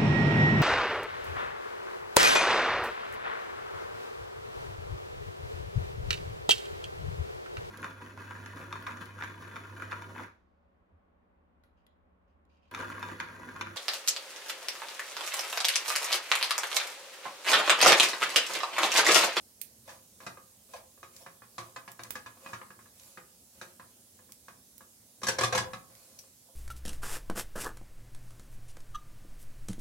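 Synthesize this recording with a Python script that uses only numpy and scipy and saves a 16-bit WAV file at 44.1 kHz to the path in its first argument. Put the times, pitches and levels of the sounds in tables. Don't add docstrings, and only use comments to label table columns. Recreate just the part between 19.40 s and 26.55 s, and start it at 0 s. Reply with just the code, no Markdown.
import sys
import numpy as np
from scipy import signal
from scipy.fft import rfft, irfft
from scipy.io import wavfile
from scipy.ndimage import uniform_filter1d

SR = 44100
rng = np.random.default_rng(int(sys.argv[2]) if len(sys.argv) > 2 else 0)


def volts(x):
    e = np.asarray(x, float) / 20
    return 10 ** e


def put_to_file(sound):
    columns = np.atleast_2d(sound).T
    safe = np.clip(columns, -1, 1)
    whole_steps = np.round(safe * 32767)
    wavfile.write(sys.argv[1], SR, whole_steps.astype(np.int16))


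N = 315438

# start_s, middle_db, treble_over_middle_db, low_over_middle_db
KNOCKS = [(0.8046, -52.5, -9, -6), (0.8663, -41.5, -5.5, -6.5), (0.9729, -51.5, -22, -5.5),
          (1.5774, -66.5, -22, 0), (1.6311, -48, -10, -10), (1.8642, -47.5, -12.5, -9.5),
          (2.0216, -53.5, -18, -10.5), (2.1826, -40.5, -4.5, -7), (2.2196, -49.5, -24, -19),
          (2.3625, -42, -8.5, -12.5), (2.4791, -46, -10, -15.5), (2.594, -45, -11.5, -10.5),
          (2.6479, -52, -17, -11), (2.7554, -40, -7.5, -18.5), (2.8621, -45.5, -10.5, -16.5),
          (2.9718, -61.5, -14, -10), (3.0627, -43, -18, -23), (3.133, -38, -13.5, -21),
          (3.2152, -47, -21, -11), (3.3059, -51, -15, -13), (3.3917, -55.5, -32, -22),
          (3.4587, -61, -17, -20), (3.7745, -47, -14, -9.5), (4.2147, -44.5, -4.5, -7.5),
          (4.398, -50, -17, -9.5), (4.792, -63, -26, -4), (4.8928, -66.5, -21, -2),
          (5.084, -50, -10.5, -8.5), (5.4084, -56, -15, -7), (5.8185, -55, -1, 3.5),
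          (5.8336, -36.5, -2, -10.5), (5.8691, -35, 1, -11.5), (5.8841, -30, 0.5, -5),
          (5.986, -31.5, -2, -2), (6.0097, -31, -4, -4.5), (6.035, -28, -2, -7), (6.1253, -31, -5.5, -3.5),
          (6.1503, -30, -2.5, -4), (6.1772, -28, -3.5, -14.5), (6.334, -39, -10, -12.5)]
# start_s, low_db, middle_over_low_db, chatter_t60_s
BUMPS = [(0.4782, -52.5, -5, 0.024), (0.4927, -57.5, 5, 0.09), (1.3374, -44.5, -7.5, 0.021),
         (1.361, -66, 10, 0.08), (1.7981, -62.5, -13, 0.26), (7.0887, -63, -33, 0.028)]
# pitch_hz, level_db, t60_s
PAN_MODES = [(115.3, -2.5, 0.28), (188.7, -7, 0.18), (220, -0.5, 0.063), (365.4, -1.5, 0.17),
             (524.6, 6, 0.18), (654, -8.5, 0.17), (703, -12, 0.23), (840, -17, 0.118), (1060, 0.5, 0.076),
             (1111, -0.5, 0.12), (1200, 1, 0.076), (1302, -27.5, 0.17), (1670.6, 4.5, 0.039),
             (1665, -0.5, 0.05), (2022, -5.5, 0.06), (2303, -10.5, 0.076), (2512, -2, 0.061),
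             (2800, -17, 0.045), (3790, -12.5, 0.14), (3970, -5, 0.058), (4400, -8, .05),
             (5350, -24, 0.0307), (5855, 5.5, 0.024), (6340, -20, 0.052), (7000, -8, .06),
             (7140, -2, 0.024), (8840, -21.5, .06), (8540, -16, 0.048), (9700, -10, 0.025)]
# pitch_hz, level_db (per Hz)
CRACK_SPECTRUM = [(40, -44), (70, -30), (120, 6.5), (300, -2), (600, 2), (1100, -1), (1900, -6.5),
                  (3200, -9.5), (6000, -9), (8000, -13.5), (11000, -19.5), (16000, -40)]
# start_s, length_s, swish_db, grind_drive_db
STROKES = [(0.434, 0.17, -60, -57), (0.796, 0.066, -65, -53), (1.27, 0.15, -60.5, -64),
           (1.708, 0.19, -58.5, -66), (2.1, 0.27, -62.5, -65), (2.986, 0.22, -59, -53.5),
           (3.517, 0.29, -59, -66.5), (4.104, 0.26, -64, -65), (6.39, 0.53, -63, -65.5)]
# pitch_hz, level_db (per Hz)
SWISH_SPECTRUM = [(800, -21), (2500, -5.5), (5000, -3.5), (9000, -3), (13000, -8), (16000, -11)]
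# start_s, top_db, treble_over_top_db, body_over_top_db, left_over_right_db
POPS = [(0.2154, -31.5, -4.5, -54, -10), (1.7653, -47.5, 4, -27, 3), (2.518, -41, -7, -33, 4),
        (2.636, -41, 6, -20, 2), (2.707, -29.5, -6, -3.5, -4.5), (3.598, -70.5, 24, 0, -1),
        (3.635, -60.5, 8, -5, -5), (4.9217, -42, -2, -37, 1), (5.381, -45, -8, -23, -2),
        (6.553, -55, 1, -3, -5), (6.791, -43.5, -2.5, -29, 5)]
# start_s, level_db, pitch_hz, t60_s
BLIPS = [(1.8174, -50, 5500, 0.054), (6.789, -42.5, 5890, 0.066)]
# pitch_hz, t60_s
KITCHEN_FADE = [(100, 0.74), (500, 0.42), (2000, 0.29), (6000, 0.21), (14000, 0.21)]
# pitch_hz, level_db (per Hz)
AIR_SPECTRUM = [(15, -52), (40, -25), (95, 9), (155, -20), (210, 2), (300, -9.5), (550, -9.5),
                (1200, -19.5), (2200, -19.5), (4000, -15), (7000, -10), (10000, -11), (15500, -16.5)]
# pitch_hz, likeness (1 = the same)
LIKENESS = [(30, .7), (70, 1), (180, 1), (550, 0.63), (1650, 0.098), (4970, 0.041), (15000, 0.051)]
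# pitch_hz, left_over_right_db
PORTS = [(60, 0.5), (3000, -1), (5500, 3.5), (8000, -4), (11000, -9.5), (15000, -8.5)]

DULLING = 1.67
LEAD_S = 0.002


def knocks():
    out = np.zeros((2, N))
    for start_s, middle_db, treble_db, low_db in KNOCKS:
        level_db = middle_db + np.array([-10, low_db, 0, treble_db, DULLING * treble_db])
        strength_db = middle_db + 30
        chatter_db = -31.5 + 0.54 * strength_db
        rise_s = 0.0039 * volts(0.42 * strength_db)
        sound = blow(level_db, 0.052, chatter_db, rise_s, low_hz=[120, 600], crack_db=-3)
        add(out, start_s - LEAD_S, sound)
    return out


def bumps(treble_under_middle_db=-2):
    out = np.zeros((2, N))
    for start_s, low_db, middle_db, chatter_s in BUMPS:
        treble_db = middle_db + treble_under_middle_db
        top_db = middle_db + DULLING * treble_under_middle_db
        level_db = low_db + np.array([-34, 0, middle_db, treble_db, top_db])
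        sound = blow(level_db, chatter_s, chatter_db=-29.5, rise_s=0.0017, low_hz=[400, 690], crack_db=0)
        add(out, start_s - LEAD_S, sound)
    return out


def blow(level_db, chatter_s, chatter_db, rise_s, low_hz, crack_db):
    size = SR // 4
    t = np.arange(size) / SR
    force = volts(chatter_db - 60 * t / chatter_s) * rng.standard_normal(size) ** 3
    force[0] = 1
    answer = pan(size, crack_db, crack_t60=0.12, place_db=3.0)
    ringing = signal.fftconvolve(answer, force[None], axes=1)
    waves = ranges(ringing, [*low_hz, 1300, 4500, 12000])[:, :, :size]
    onset = np.sqrt((waves[:, :, :SR // 60] ** 2).mean((1, 2)))
    onset = onset[[0, 1, 2, 3, 3]]
    sound = np.tensordot(volts(level_db) / onset, waves, 1)
    fade_in = np.minimum(t / rise_s, 1)
    fade_out = np.minimum((t[-1] - t) * 20, 1)
    return sound * fade_in * fade_out


def pan(size, crack_db, crack_t60, place_db):
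    t, apart_hz = np.arange(size) / SR, 2000
    hz, db, t60 = np.transpose(PAN_MODES)[:, :, None]
    hz = hz * (1 + 0.013 * rng.standard_normal(hz.shape))
    side = (-1.) ** np.arange(len(PAN_MODES))[:, None]
    lead = 0.47 * side * np.minimum(hz / apart_hz + 0.1, 1)
    weight_db = db + place_db * rng.standard_normal(hz.shape)
    tones = np.sin(2 * np.pi * hz * t + np.array([lead, -lead]))
    ring = (volts(weight_db - 60 * t / t60) * tones).sum(1)
    noise = unlike(rng.standard_normal((2, size)), apart_hz)
    crack = coloured(noise, CRACK_SPECTRUM) * volts(-60 * t / crack_t60)
    return ring / np.linalg.norm(ring) + volts(crack_db) * crack / np.linalg.norm(crack)


def pops():
    t, out = np.arange(4096) / SR, np.zeros((2, N))
    snap, fizz = volts(-60 * t / 0.017), volts(-60 * t / 0.076)
    for start_s, top_db, treble_db, body_db, left_db in POPS:
        noise = unlike(rng.standard_normal((2, len(t))), 6000)
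        noise = ranges(noise, [200, 1200, 6000, 12000])[1:]
        body, treble, top = noise / noise[:, :, :SR // 300].std((1, 2))[:, None, None]
        pop = volts(body_db) * body * snap ** 2
        pop += volts(treble_db) * treble * (snap + volts(-22) * fizz)
        pop += top * (snap + volts(-15) * fizz)
        fade_in = np.minimum(t / 0.00051, 1)
        side_db = np.array([[left_db], [-left_db]]) / 2
        add(out, start_s - 0.001, pop * fade_in * volts(top_db + side_db))
    return out


def strokes(grains_per_s=900, grain_db=3, rise_share=0.45):
    t, swish, grind = np.arange(N) / SR, np.zeros(N), np.zeros(N)
    for start_s, length_s, swish_db, grind_db in STROKES:
        corners = start_s + length_s * np.array([0, rise_share, 1])
        swell = np.sin(np.pi * np.interp(t, corners, [0, 0.5, 1]))
        swish += volts(swish_db) * swell
        grind += volts(grind_db) * swell
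    slips = volts(grain_db * rng.exponential(1, N)) * rng.choice([-1., 1.], N)
    slips *= rng.random(N) < grains_per_s / SR
    answer = pan(SR // 4, crack_db=0.0, crack_t60=0.078, place_db=5.0)
    ground = signal.oaconvolve((grind * evened(slips))[None], answer, axes=1)[:, :N]
    return swish * hiss(SWISH_SPECTRUM, patchy_db=3.5) + ground


def blips(width_hz=500):
    t, out = np.arange(4096) / SR, np.zeros((2, N))
    r = np.exp(-np.pi * width_hz / SR)
    for start_s, db, hz, t60 in BLIPS:
        noise = rng.standard_normal((2, 2, len(t)))
        a, b = signal.lfilter([1], [1, -r], noise) * np.sqrt(1 - r ** 2)
        turn = 2 * np.pi * hz * t * (1 - t)
        tone = (1 + 0.73 * a) * np.sin(turn) + 0.6 * b * np.cos(turn)
        fade_in = np.minimum(t / 0.003, 1)
        add(out, start_s - 0.002, volts(db - 60 * t / t60) * tone * fade_in)
    return out


def kitchen(x):
    taps = np.zeros((2, SR // 2))
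    at = np.arange(200, SR // 2 - 20, 20)
    at = at + rng.integers(0, 20, (2, len(at)))
    np.put_along_axis(taps, at, rng.choice([-1., 1.], at.shape), 1)
    hz, t, z = signal.stft(unlike(taps, 1500), SR, nperseg=256)
    fade = volts(-60 * t / read(KITCHEN_FADE, hz)[:, None])
    tail = signal.istft(z * fade, SR, nperseg=256)[1]
    return signal.fftconvolve(x, tail / np.linalg.norm(tail[0]), axes=1)[:, :N]


def air():
    return volts(-59) * hiss(AIR_SPECTRUM, patchy_db=1.5)


def hiss(spectrum, patchy_db):
    frames, hz = N // 256 + 5, np.fft.rfftfreq(1024, 1 / SR)
    a, b, c, d, patches = rng.standard_normal((frames, 513, 5)).T
    patches = uniform_filter1d(patches, size=12, axis=0)
    patches = evened(uniform_filter1d(patches, size=14, axis=1))
    same = np.clip(read(LIKENESS, hz), -1, 1)[:, None]
    left = a + 1j * b
    right = same * left + np.sqrt(1 - same ** 2) * (c + 1j * d)
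    z = np.array([left, right]) * volts(read(spectrum, hz)[:, None] + patchy_db * patches)
    return evened(signal.istft(z, nperseg=1024, noverlap=768)[1][:, :N])


def unlike(x, apart_hz):
    a, b = rfft(x)
    apart = np.clip(np.fft.rfftfreq(x.shape[-1], 1 / SR) / apart_hz + 0.49, 0, 1)
    return irfft([a, np.sqrt(1 - apart ** 2) * a + apart * b], x.shape[-1])


def ranges(x, centres_hz):
    hz = np.fft.rfftfreq(x.shape[-1], 1 / SR)
    shares = np.array([read(np.c_[centres_hz, row], hz) for row in np.eye(len(centres_hz))])
    return irfft(rfft(x) * shares[:, None], x.shape[-1])


def coloured(x, spectrum):
    hz = np.fft.rfftfreq(x.shape[-1], 1 / SR)
    return irfft(rfft(x) * volts(read(spectrum, hz)), x.shape[-1])


def read(points, hz):
    f, value = np.transpose(points)
    return np.interp(np.log(hz + 1), np.log(f + 1), value)


def evened(x):
    return x / np.sqrt(np.mean(x ** 2) + 1e-20)


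def add(mix, start_s, sound):
    part = mix[:, round(start_s * SR):][:, :sound.shape[1]]
    part += sound[:, :part.shape[1]]


def scene():
    near = knocks() + bumps() + pops() + blips() + strokes()
    return near + volts(-6.5) * kitchen(near) + air()


def band_limit(x):
    return signal.sosfilt(signal.butter(12, 16990, fs=SR, output="sos"), x)


def record(dry):
    hz = np.fft.rfftfreq(N, 1 / SR)
    lean = volts(read(PORTS, hz) * np.array([[0.5], [-0.5]]))
    bass = hz ** 2 / (hz ** 2 + 70 ** 2)
    band = (hz < 16050) * bass
    mix = irfft(rfft(dry) * lean * band, N)
    return band_limit(mix)


dry = scene()
out = record(dry)
put_to_file(out)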